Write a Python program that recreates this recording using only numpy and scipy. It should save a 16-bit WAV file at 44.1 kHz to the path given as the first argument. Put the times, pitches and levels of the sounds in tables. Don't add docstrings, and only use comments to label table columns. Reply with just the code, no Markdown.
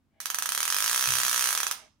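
import sys
import numpy as np
from scipy import signal
from scipy.fft import rfft, irfft
from scipy.io import wavfile

SR = 44100
rng = np.random.default_rng(int(sys.argv[2]) if len(sys.argv) > 2 else 0)


def dump(signal):
    limited = np.clip(np.atleast_2d(signal).T, -1, 1)
    pcm = np.round(limited * 32767).astype(np.int16)
    wavfile.write(sys.argv[1], SR, pcm)


N = 88200


def undb(db):
    return 10 ** (np.asarray(db, float) / 20)


def decay(t, t60):
    return np.exp(-np.log(1000) * t / t60)


def at(table, hz):
    freqs, values = np.array(table, float).T
    return np.interp(np.log(np.maximum(hz, 1)), np.log(freqs), values)


def noise(spectrum, shared, size):
    white = rng.standard_normal((3, size))
    pair = np.sqrt(shared) * white[0] + np.sqrt(1 - shared) * white[1:]
    gain = undb(at(spectrum, np.fft.rfftfreq(size, 1 / SR)))
    coloured = irfft(rfft(pair) * gain, size)
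    return coloured / np.sqrt(np.mean(coloured ** 2))


def ring(t, modes, chance=0, scatter_db=1.2, detune=0.004):
    hz, db, t60 = np.array(modes, float).T[:, :, None]
    shift = np.zeros((len(modes), 2)) + chance
    level = undb(db + scatter_db * shift[:, :1])
    pitch = hz * (1 + detune * shift[:, 1:])
    t = np.maximum(t, 0)
    return np.sum(level * np.sin(2 * np.pi * pitch * t) * decay(t, t60), axis=0)


def add(out, sound, start_s):
    start = int(start_s * SR)
    count = min(sound.shape[-1], N - start)
    out[..., start:start + count] += sound[..., :count]


# (time [s], clack level [dB], treble level [dB])
BLOWS = [(0.202, -32.1, -30.6), (0.2562, -25.0, -23.9), (0.301, -24.0, -23.5), (0.3444, -23.2, -21.8),
         (0.3856, -22.7, -21.6), (0.4226, -22.3, -21.8), (0.4575, -22.7, -22.5), (0.4899, -22.8, -21.7),
         (0.5199, -22.0, -21.3), (0.5483, -23.2, -22.1), (0.5758, -21.1, -21.4), (0.6035, -22.1, -21.4),
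         (0.6288, -21.8, -20.5), (0.6525, -23.2, -22.9), (0.6777, -21.9, -21.6), (0.7013, -21.6, -20.6),
         (0.7235, -20.7, -21.2), (0.7438, -22.6, -21.9), (0.7648, -21.5, -20.6), (0.7843, -22.4, -22.2),
         (0.8035, -22.0, -21.5), (0.823, -21.3, -21.0), (0.8414, -22.6, -20.9), (0.86, -22.2, -22.1),
         (0.8774, -22.0, -21.3), (0.8952, -22.3, -21.2), (0.9124, -21.4, -22.0), (0.9289, -22.2, -21.6),
         (0.945, -22.5, -21.0), (0.9596, -21.6, -22.1), (0.9763, -22.0, -21.0), (0.9932, -21.9, -22.1),
         (1.0089, -23.1, -21.1), (1.0248, -21.9, -21.3), (1.0394, -21.9, -23.4), (1.0562, -21.1, -21.1),
         (1.0731, -21.1, -20.7), (1.0877, -23.7, -22.2), (1.1046, -21.9, -20.4), (1.1207, -22.4, -21.2),
         (1.1364, -22.4, -21.0), (1.1529, -21.2, -20.8), (1.1677, -23.0, -22.7), (1.1844, -20.9, -20.3),
         (1.2006, -21.1, -21.6), (1.2146, -25.1, -24.4), (1.2326, -21.3, -20.8), (1.2489, -22.4, -20.8),
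         (1.2646, -21.4, -21.5), (1.2805, -20.5, -21.5), (1.2944, -25.7, -22.6), (1.3126, -21.3, -21.0),
         (1.3287, -21.1, -20.9), (1.3434, -22.1, -22.0), (1.3603, -21.4, -21.0), (1.3771, -21.5, -21.8),
         (1.3928, -22.0, -21.3), (1.4087, -21.5, -20.9), (1.4233, -22.0, -22.5), (1.4401, -21.3, -20.8),
         (1.4569, -21.1, -20.6), (1.4717, -23.8, -21.5), (1.4884, -21.0, -20.5), (1.5057, -21.8, -23.1),
         (1.5271, -20.3, -21.8), (1.5496, -21.8, -22.0), (1.5749, -20.8, -20.8), (1.6019, -21.5, -21.1),
         (1.631, -20.6, -22.0), (1.6664, -20.7, -20.9), (1.7113, -22.0, -21.4)]
# (frequency [Hz], level [dB], t60 [s])
BARREL_MODES = [(605, -19.5, 0.0084), (793, -26, 0.05), (1080, -9.5, 0.009), (1310, 3.5, 0.0061),
                (1574, 3.5, 0.0056), (2444, -7.5, 0.011), (3257, -8, 0.014), (4294, -13.5, 0.014)]
# (frequency [Hz], level [dB], t60 [s])
METAL_MODES = [(5300, -11.5, 0.015), (6078, -10.5, 0.048), (6210, -12, 0.036), (6960, -8.5, 0.013),
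               (8430, -5, .008), (9190, -7, 0.012), (11320, -14, 0.018), (11100, -12.5, 0.06),
               (11580, -10.5, 0.023)]
# (frequency [Hz], relative level [dB])
RATTLE_SPECTRUM = [(1000, -47), (2000, -3.5), (3000, -4), (5000, -3.5), (6100, -0.5), (7400, -6.5),
                   (9000, -1.5), (11500, -4.5), (13000, -6), (15500, -6.5), (17000, -47)]
def engraver(rattle_db=-2.5, chatter_db=-41, radiates_hz=480):
    out, t = np.zeros((2, N)), np.arange(5000) / SR
    sides = (t, t - 0.00005)
    barrel_times = [np.maximum(side - 0.00034, 0) for side in sides]
    clack = np.array([ring(u, BARREL_MODES) * (1 - np.exp(-u / 0.00048)) for u in barrel_times])
    hiss = noise(RATTLE_SPECTRUM, shared=0.43, size=N)
    rattle_s = np.array([[0.0035], [0.0027]])
    burst = (1 - np.exp(-(t / 0.001) ** 2)) * np.exp(-(t / rattle_s) ** 2)
    chatter = undb(chatter_db) * (1 - np.exp(-t / 0.0047)) * decay(t, t60=0.18)
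    for start, clack_db, treble_db in BLOWS:
        chance = rng.standard_normal((len(METAL_MODES), 2))
        metal = np.array([ring(side - 0.001005, METAL_MODES, chance) for side in sides])
        grit = np.roll(hiss, -int(start * SR), axis=1)[:, :len(t)]
        rattle = grit * burst * np.std(burst) / np.std(grit * burst)
        treble = metal + undb(rattle_db) * rattle
        add(out, undb(clack_db) * clack + undb(treble_db) * treble + chatter * grit, start)
    return signal.sosfilt(signal.butter(4, radiates_hz, "high", fs=SR, output="sos"), out)


# (delay [s], left level [dB], right level [dB])
ECHOES = [(.0017, -12.5, -32), (.0062, -41.5, -5.5), (.0085, -6, -23), (.0098, -23, -13.5),
          (0.0115, -27, -11.5), (0.013, -6, -25.5)]
def near_echoes(tool):
    out = np.zeros((2, N))
    for delay, left_db, right_db in ECHOES:
        add(out, undb([[left_db], [right_db]]) * tool, delay)
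    return out


# (frequency [Hz], t60 [s])
ROOM_T60 = [(300, .35), (800, .4), (1500, .31), (3000, .34), (6100, .35), (8000, .27), (11000, .23),
            (15000, .16)]
# (frequency [Hz], relative level [dB])
ROOM_SPECTRUM = [(300, 0.012), (800, 0.5), (1400, -2.5), (2200, 0), (4000, 0.036), (6100, -1),
                 (8000, 0.0097), (11500, 0), (15000, 0.0032)]
def room(tool, rise_s=0.01, size=2 ** 15):
    t, tail = np.arange(size) / SR, 0
    freqs = np.maximum(np.fft.rfftfreq(size, 1 / SR), 1)
    spectrum = rfft(noise(ROOM_SPECTRUM, shared=0.21, size=size))
    for hz in 100 * 2 ** np.arange(0, 8, 0.5):
        band = np.maximum(1 - 2 * abs(np.log2(freqs / hz)), 0)
        tail += irfft(spectrum * band, size) * decay(t, at(ROOM_T60, hz))
    tail *= (1 - np.exp(-(t / rise_s) ** 2)) * undb([[-34], [-27]])
    return signal.fftconvolve(tool.mean(axis=0)[None], tail, axes=1)[:, :N]


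# (frequency [Hz], level [dB], t60 [s])
TABLE_MODES = [(60, -11, 0.23), (91.3, -1, 0.27), (117, 1.5, .1), (131.4, 3, 0.3), (180, -9, .06)]
# (time [s], level [dB])
BUMPS = [(1.077, -38.5), (1.132, -49)]
# (time [s], length [s], level [dB])
CREAKS = [(0.101, 0.25, -70), (1.777, 0.12, -59.5)]
# (frequency [Hz], relative level [dB])
HOUSING_SPECTRUM = [(300, -8), (560, -10), (650, 6.5), (720, -14), (800, 0), (950, -16), (1450, -37),
                    (1600, -3), (1800, -15), (2300, -5), (2600, -25), (2900, -11), (5000, -35), (8000, -40)]
def pedal(push_s=0.01):
    out, t = np.zeros((2, N)), np.arange(SR // 2) / SR
    thump = ring(t, TABLE_MODES) * (1 - np.exp(-t / push_s))
    for start, db in BUMPS:
        add(out, undb([[db - 2.5], [db]]) * thump, start)
    for start, length, db in CREAKS:
        swell = np.sin(np.pi * np.clip(t / length, 0, 1))
        add(out, undb(db) * swell * noise(HOUSING_SPECTRUM, shared=0.54, size=len(t)), start)
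    return out


# (time [s], level [dB])
RUMBLE_LEVELS = [(0.0, -73), (0.18, -75.5), (0.51, -66.5), (0.77, -65.5), (0.97, -63), (1.35, -60.5),
                 (2.0, -74.5)]
def rumble():
    times, db = np.array(RUMBLE_LEVELS).T
    spectrum = [(20, -28.5), (50, -2.5), (120, -5.5), (250, -2), (400, -19.5), (700, -51)]  # Hz, dB
    return undb(np.interp(np.arange(N) / SR, times, db)) * noise(spectrum, shared=0.85, size=N)


# (frequency [Hz], relative level [dB])
AIR_SPECTRUM = [(15, -19), (25, -17), (87, 3), (185, -3), (223, -6.5), (335, -10), (363, -31), (405, -14),
                (695, -13.5), (16000, -36)]
def workshop_air(level_db=-75.5):
    return undb(level_db) * noise(AIR_SPECTRUM, shared=0.29, size=N)


def scene():
    tool = engraver()
    direct = tool * undb([[-1], [5.5]])
    return direct + near_echoes(tool) + room(tool) + pedal() + rumble() + workshop_air()


def record(dry, ceiling=0.62, top_hz=15900):
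    soft = ceiling * np.tanh(dry / ceiling)
    return signal.sosfilt(signal.ellip(9, 0.3, 80, top_hz, fs=SR, output="sos"), soft)


dry = scene()
out = record(dry)
dump(out)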